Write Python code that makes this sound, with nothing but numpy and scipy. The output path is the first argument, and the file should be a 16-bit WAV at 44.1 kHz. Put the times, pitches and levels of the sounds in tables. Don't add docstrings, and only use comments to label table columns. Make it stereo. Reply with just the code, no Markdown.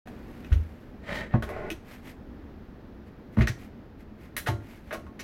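import sys
import numpy as np
from scipy import signal
from scipy.fft import rfft, irfft
from scipy.io import wavfile
from scipy.ndimage import uniform_filter1d

SR = 44100
rng = np.random.default_rng(int(sys.argv[2]) if len(sys.argv) > 2 else 0)


def pcm_store(signal):
    levels = np.round(np.clip(np.atleast_2d(signal), -1, 1) * 32767)
    wavfile.write(sys.argv[1], SR, levels.astype(np.int16).T)


N = 230806

# frequency in Hz, level in dB.
DENSE_MODES = [(200, 7), (600, 4.5), (900, -4.5), (1700, 6.5), (2300, 4.5), (3200, -0.5), (4600, -13),
               (6000, -10.5), (8700, -29), (12000, -27.5), (16000, -36.5)]
# frequency in Hz, correlation from 0 to 1.
COHERENCE = [(100, .99), (250, 0.97), (500, 0.7), (1000, 0.46), (2500, 0.04), (6000, 0.02)]


def carcass_booms(build_cycles=0.98):
    # frequency in Hz, level in dB, T60 in seconds.
    modes = [(61.2, 2, 0.31), (77.9, 1, 0.35), (104.5, -1, 0.31), (120.4, 10.5, 0.15), (225.4, -1, 0.51),
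             (329, -6, 0.38), (373, -9.5, 0.46)]
    # start in seconds, level in dB, favoured frequency in Hz, damping by the hand in 1/s.
    blows = [(0.515, -10.5, 68.1, 49), (0.55, -20.5, 76.6, 4.5), (1.338, -10, 174, 17.5),
             (1.423, -32, 64, 22), (1.713, -28.5, 308, 50), (3.368, -16, 188, 30),
             (3.378, -11.5, 180, 26.5), (3.383, -16.5, 58, 17), (3.403, -15, 120, 31),
             (3.41, -27.5, 385, 28), (3.493, -21.5, 104, 40), (4.483, -20.5, 98.7, 0),
             (4.494, -30.5, 347, 5.5), (4.935, -37.5, 304, -1), (5.017, -41.5, 88, 9)]
    # level of a blow in dB, fall-off around its favoured frequency in dB per octave.
    spread = [(-12, 36), (-7.5, 25), (-10.5, 6)]
    out, t = np.zeros((2, N)), np.arange(SR // 2) / SR
    for start, db, spot_hz, damping in blows:
        falloff = np.interp(db, *np.transpose(spread))
        boom = sum(undb(mode_db - falloff * abs(np.log2(hz / spot_hz)))
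                   * fade(t, t60) * np.sin(2 * np.pi * hz * t) for hz, mode_db, t60 in modes)
        boom = boom * rise(t, build_cycles / spot_hz) * np.exp(-abs(damping) * t)
        add(out, start, np.tile(boom / abs(boom).max() * undb(db), (2, 1)))
    return lean(out, right_db=1.1)


def wood_knocks():
    # start in seconds, base level in dB, hardness in dB per octave, chatter in seconds,
    # favoured frequency in Hz.
    knocks = [(.072, -47.5, 0, 0.0017, 750), (1.337, -41, -5.5, 0.0051, 783), (1.423, -36, 0, .0025, 1555),
              (1.563, -49.5, -5, .001, 614), (3.368, -43, -3, .005, 414),
              (3.385, -39.5, -1.5, 0.0057, 2080), (4.470, -33, 0.5, 0.00082, 702),
              (4.484, -34.5, -0.8, 0.0026, 865), (4.926, -35, 0.85, 0.0056, 653),
              (4.941, -44, -1.5, 0.0079, 1147), (5.065, -56.5, -1.5, 0.0014, 1130)]
    balance = [1, -3.5, -14.5, -16.5]
    return contacts(knocks, balance, favour_db=2.5)


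def fitting_clicks():
    # start in seconds, base level in dB, hardness in dB per octave, chatter in seconds,
    # favoured frequency in Hz.
    clicks = [(.446, -49, -0.5, 0.00033, 2670), (.519, -41.5, -5, .002, 1590),
              (.527, -41, 2, 0.00033, 2830), (1.490, -35, -4.5, 0.00039, 12000),
              (1.7028, -34, 3, 0.000067, 2670), (3.408, -28, -3.5, 0.0039, 2020),
              (3.4725, -25.5, -0.5, 0.00017, 1800), (3.4805, -36.5, 1, 0.0006, 6270),
              (4.365, -32, 1, 0.0012, 3580), (4.366, -34.5, 4.5, 0.00092, 12400),
              (4.3765, -35.5, 3, .002, 1700), (4.461, -31, 0, 0.019, 1530),
              (4.908, -36.5, -6.5, 0.0047, 1690), (5.192, -40.5, 3, .0083, 2240),
              (5.196, -40, -1, 0.0036, 6000)]
    balance = [-13, -10.5, -14, -20.5]
    return contacts(clicks, balance, favour_db=10)


def contacts(events, balance_db, favour_db, pivot_hz=2040, rebound_cycles=0.902, blow_s=0.015):
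    edges = [280, 1200, 4000, 9000, 17000]
    out, t = np.zeros((2, N)), np.arange(SR // 2) / SR
    for start, db, hardness, chatter_s, spot_hz in events:
        hit = board_ring(t, spot_hz) + undb(-7) * early_echo(t)
        hit *= 1 - np.exp(-2 * t / chatter_s)
        rebound = np.array([np.interp(t - rebound_cycles / spot_hz, t, side, left=0) for side in hit])
        hit += 0.25 * rebound
        for register_db, lo, hi in zip(balance_db, edges, edges[1:]):
            tilt_db = hardness * np.log2(np.sqrt(lo * hi) / pivot_hz)
            lift_db = favour_db * (lo <= spot_hz < hi)
            part = band(hit, lo, hi, order=4)
            part /= part[:, :int(blow_s * SR)].std()
            add(out, start, part * undb(db + register_db + tilt_db + lift_db - 1))
    return out


def board_ring(t, spot_hz, spot_db=10, spot_octaves=0.095):
    # frequency in Hz, level in dB, T60 in seconds.
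    modes = [(421.6, -5.5, 0.19), (585, 0, 0.22), (645.6, 0, 0.17), (696, -15.5, 0.34), (749, 2.5, 0.063),
             (887, -2.5, 0.15), (945, -2.5, 0.083), (1091.4, -0.5, 0.18), (1230, 10, 0.036),
             (1399, -14, 0.49), (1481, 11, 0.053), (1668, 2, 0.14), (1865, 14.5, 0.054), (1900, 0.5, 0.18),
             (2063, 15, 0.028), (2200, 1, 0.085), (2560, 8.5, 0.084), (2710, 4.5, 0.022), (2890, 5, 0.033),
             (3730, -3, 0.029), (4060, -10, 0.19), (4240, -9.5, 0.055), (4537, -15, 0.18),
             (5870, -14.5, 0.1), (6040, -22.5, 0.084), (10800, -35, 0.093), (11100, -28.5, 0.063)]
    hz, db, t60 = np.transpose(modes)[:, :, None]
    db = db + spot_db * np.exp(-(np.log2(hz / spot_hz) / spot_octaves) ** 2)
    phase = 2 * np.pi * hz * t + rng.uniform(0, 2 * np.pi, hz.shape)
    mic_phase = np.arccos(on_log(hz, COHERENCE)) * rng.choice([-1, 1], hz.shape) / 2
    decay = undb(db) * fade(t, t60)
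    ring = np.array([(decay * np.sin(phase + side * mic_phase)).sum(0) for side in (-1, 1)])
    crack = undb(7) * fade(t, t60=0.014)
    grain = colour(noise(len(t)), DENSE_MODES) * (fade(t, t60=0.2) + crack)
    return unit(ring) + undb(-3) * unit(grain)


def drawer_scrape():
    # start in seconds, stop in seconds, level in dB, brightness in dB.
    pulls = [(1.0, 1.07, -45, 5), (1.058, 1.125, -30, 2), (1.12, 1.17, -36.5, 15), (1.16, 1.222, -36, -13),
             (1.29, 1.335, -38, -14)]
    # frequency in Hz, level in dB.
    spectrum = [(150, -6), (350, -10.5), (560, -2.5), (850, -7.5), (1400, -8.5), (1900, -1.5),
                (2600, -13.5), (4000, -21.5), (7000, -34), (10000, -40), (16000, -45)]
    # resonant frequency in Hz, width in Hz, gain in dB.
    resonances = [(581, 45, 6), (1240, 40, 4), (1830, 110, 9), (2420, 120, 3), (3820, 90, 4)]
    return friction(pulls, spectrum, resonances, slips_per_s=500, scatter_db=3, smooth_db=-3)


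def drawer_roll():
    # start in seconds, stop in seconds, level in dB, brightness in dB.
    pulls = [(1.41, 1.49, -44.5, 4), (1.46, 1.69, -37, -7.5)]
    # frequency in Hz, level in dB.
    spectrum = [(120, -10.5), (200, -12), (299, -12.5), (416, 0.5), (519, -13.5), (590, -7.5), (851, -12),
                (916, -19.5), (1420, -23.5), (2020, -16.5), (3250, -32.5), (16000, -55.5)]
    # resonant frequency in Hz, width in Hz, gain in dB.
    resonances = [(405, 26, -4), (599, 25, 8), (1064, 38, 12.5), (1445, 99, 15), (2010, 48, 4.5)]
    return friction(pulls, spectrum, resonances, slips_per_s=170, scatter_db=-1, smooth_db=7.5)


def friction(pulls, spectrum, resonances, slips_per_s, scatter_db, smooth_db):
    t, tick_t = np.arange(N) / SR, np.arange(SR // 20) / SR
    slips = (rng.random(N) < slips_per_s / SR) * undb(scatter_db * np.clip(rng.standard_normal(N), -2, 2))
    tick = noise(len(tick_t)) * fade(tick_t, t60=0.06)
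    ticks = signal.fftconvolve(slips[None], tick, axes=1)[:, :N]
    rub = colour(unit(ticks) + undb(smooth_db) * noise(N), spectrum, resonances)
    treble = weighted(rub, [(2000, 0), (6000, 0.84)])
    out = np.zeros((2, N))
    for start, stop, db, bright_db in pulls:
        speed = rise(np.maximum(t - start, 0), rise_s=0.041) * fade(np.maximum(t - stop, 0), t60=0.22)
        out += (rub + treble * (undb(bright_db) - 1)) * undb(db) * speed
    return out


def brushes_and_hiss(hiss_db=-4, flutter_db=1.48):
    # time of the peak in seconds, half length in seconds, level in dB.
    swells = [(.44, 0.41, -56.5), (1.926, 0.062, -48), (2.084, 0.039, -45), (3.077, 0.02, -61),
              (3.345, 0.021, -57.5), (3.623, 0.044, -50.5), (4.01, .022, -57), (4.241, 0.049, -56),
              (4.717, 0.089, -52), (4.906, 0.049, -55)]
    # frequency in Hz, level in dB.
    spectrum = [(500, 4.5), (1200, 0.5), (2100, 8), (3500, 1), (6000, -13.5), (9000, -19), (13000, -13.5),
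                (16000, -24)]
    t, source = np.arange(N) / SR, colour(noise(N), spectrum)
    swish, hiss = unit(band(source, 400, 4970)), unit(band(source, 3400, 0.45 * SR))
    flutter = undb(flutter_db * unit(uniform_filter1d(rng.standard_normal(N), size=300)))
    envelope = sum(undb(db) * np.exp(-((t - peak_s) / half_s) ** 2) for peak_s, half_s, db in swells)
    return lean((swish + undb(hiss_db) * hiss) * envelope * flutter, right_db=4.5)


def early_echo(t, delay_s=0.0084, rise_s=0.0045):
    late = np.maximum(t - delay_s, 0)
    envelope = fade(late, t60=0.075) * (1 - np.exp(-late / rise_s))
    return unit(colour(noise(len(t)), DENSE_MODES) * envelope)


def cabinet_direction(x):
    # frequency in Hz, right minus left level in dB.
    bearing = [(150, -1), (350, 5), (620, -1.5), (1000, 0), (2000, 5.5), (4000, 4), (8000, 2), (12000, 7)]
    return irfft(lean(rfft(x), on_log(freqs(x), bearing)), N)


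def office_reverb(x, wet_db, t60, treble_t60=0.18):
    t = np.arange(SR * 3 // 4) / SR
    wash = colour(noise(len(t)), [(60, 12.0), (500, 1.5), (3000, -5.5), (8000, 4.5), (15000, -7.5)])
    treble = weighted(wash, [(2500, 0.2), (7000, 0.44)])
    tail = ((wash - treble) * fade(t, t60) + treble * fade(t, treble_t60)) * rise(t, rise_s=0.009)
    tail /= np.sqrt((tail ** 2).sum(1, keepdims=True))
    return x + undb(wet_db) * signal.fftconvolve(x, tail, axes=1)[:, :N]


def ventilation(level_db=-45.5, waver_db=0.6, early_db=3, early_s=0.69):
    # frequency in Hz, level in dB.
    spectrum = [(12, -42), (20, -3.5), (70, 1), (130, -7), (172, -7.5), (241, -3.5), (399, -10), (485, -12),
                (527, -14), (1000, -21.5), (1860, -23.5), (2140, -27.5), (2820, -31), (7110, -38.5),
                (16000, -48.5)]
    waver = np.interp(np.arange(N), np.linspace(0, N, num=30), rng.standard_normal(30))
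    early = 1 / (1 + (np.arange(N) / SR / early_s) ** 4)
    rumble = colour(noise(N), spectrum, resonances=[(211, 52, 4.5), (8350, 5800, -16.5)])
    return lean(rumble * undb(level_db + waver_db * waver + early_db * early), right_db=1)


def noise(n):
    white = rng.standard_normal((2, n))
    alike = on_log(freqs(white), COHERENCE)
    mid, side = irfft(rfft(white) * np.sqrt([1 + alike, 1 - alike]), n)
    return unit(np.array([mid + side, mid - side]))


def colour(x, spectrum, resonances=()):
    f = freqs(x)
    peaks_db = sum(db / (1 + ((f - hz) / (width / 2)) ** 2) for hz, width, db in resonances)
    return unit(irfft(rfft(x) * undb(on_log(f, spectrum) + peaks_db), x.shape[-1]))


def weighted(x, gains):
    return irfft(rfft(x) * on_log(freqs(x), gains), x.shape[-1])


def band(x, lo, hi, order=3):
    return signal.sosfilt(signal.butter(order, [lo, hi], "band", fs=SR, output="sos"), x)


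def rise(t, rise_s):
    return 1 - np.exp(-(t / rise_s) ** 2)


def fade(t, t60):
    return np.exp(-np.log(1000) * t / t60)


def lean(x, right_db):
    return x * undb(np.outer([-1, 1], right_db) / 2)


def on_log(hz, points):
    f, value = np.transpose(points)
    return np.interp(np.log(hz + 1), np.log(f), value)


def freqs(x):
    return np.arange(x.shape[-1] // 2 + 1) * SR / x.shape[-1]


def undb(db):
    return 10 ** (np.asarray(db) / 20)


def unit(x):
    return x / np.sqrt(np.mean(x ** 2))


def add(out, start_s, x):
    i = int(start_s * SR)
    out[:, i:i + x.shape[1]] += x[:, :N - i]


def scene():
    booms = office_reverb(carcass_booms(), wet_db=-22, t60=0.3)
    woodwork = cabinet_direction(wood_knocks() + fitting_clicks() + drawer_scrape() + drawer_roll())
    lighter_sounds = office_reverb(woodwork + brushes_and_hiss(), wet_db=-15.5, t60=0.4)
    return booms + lighter_sounds + ventilation()


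def record(dry):
    open_s, ramp_s, cutoff_hz = 0.056, 0.004, 15900
    opened = np.clip((np.arange(N) / SR - open_s) / ramp_s, 0, 1)
    return signal.sosfilt(signal.ellip(10, 0.2, 80, cutoff_hz, fs=SR, output="sos"), dry * opened)


dry = scene()
out = record(dry)
pcm_store(out)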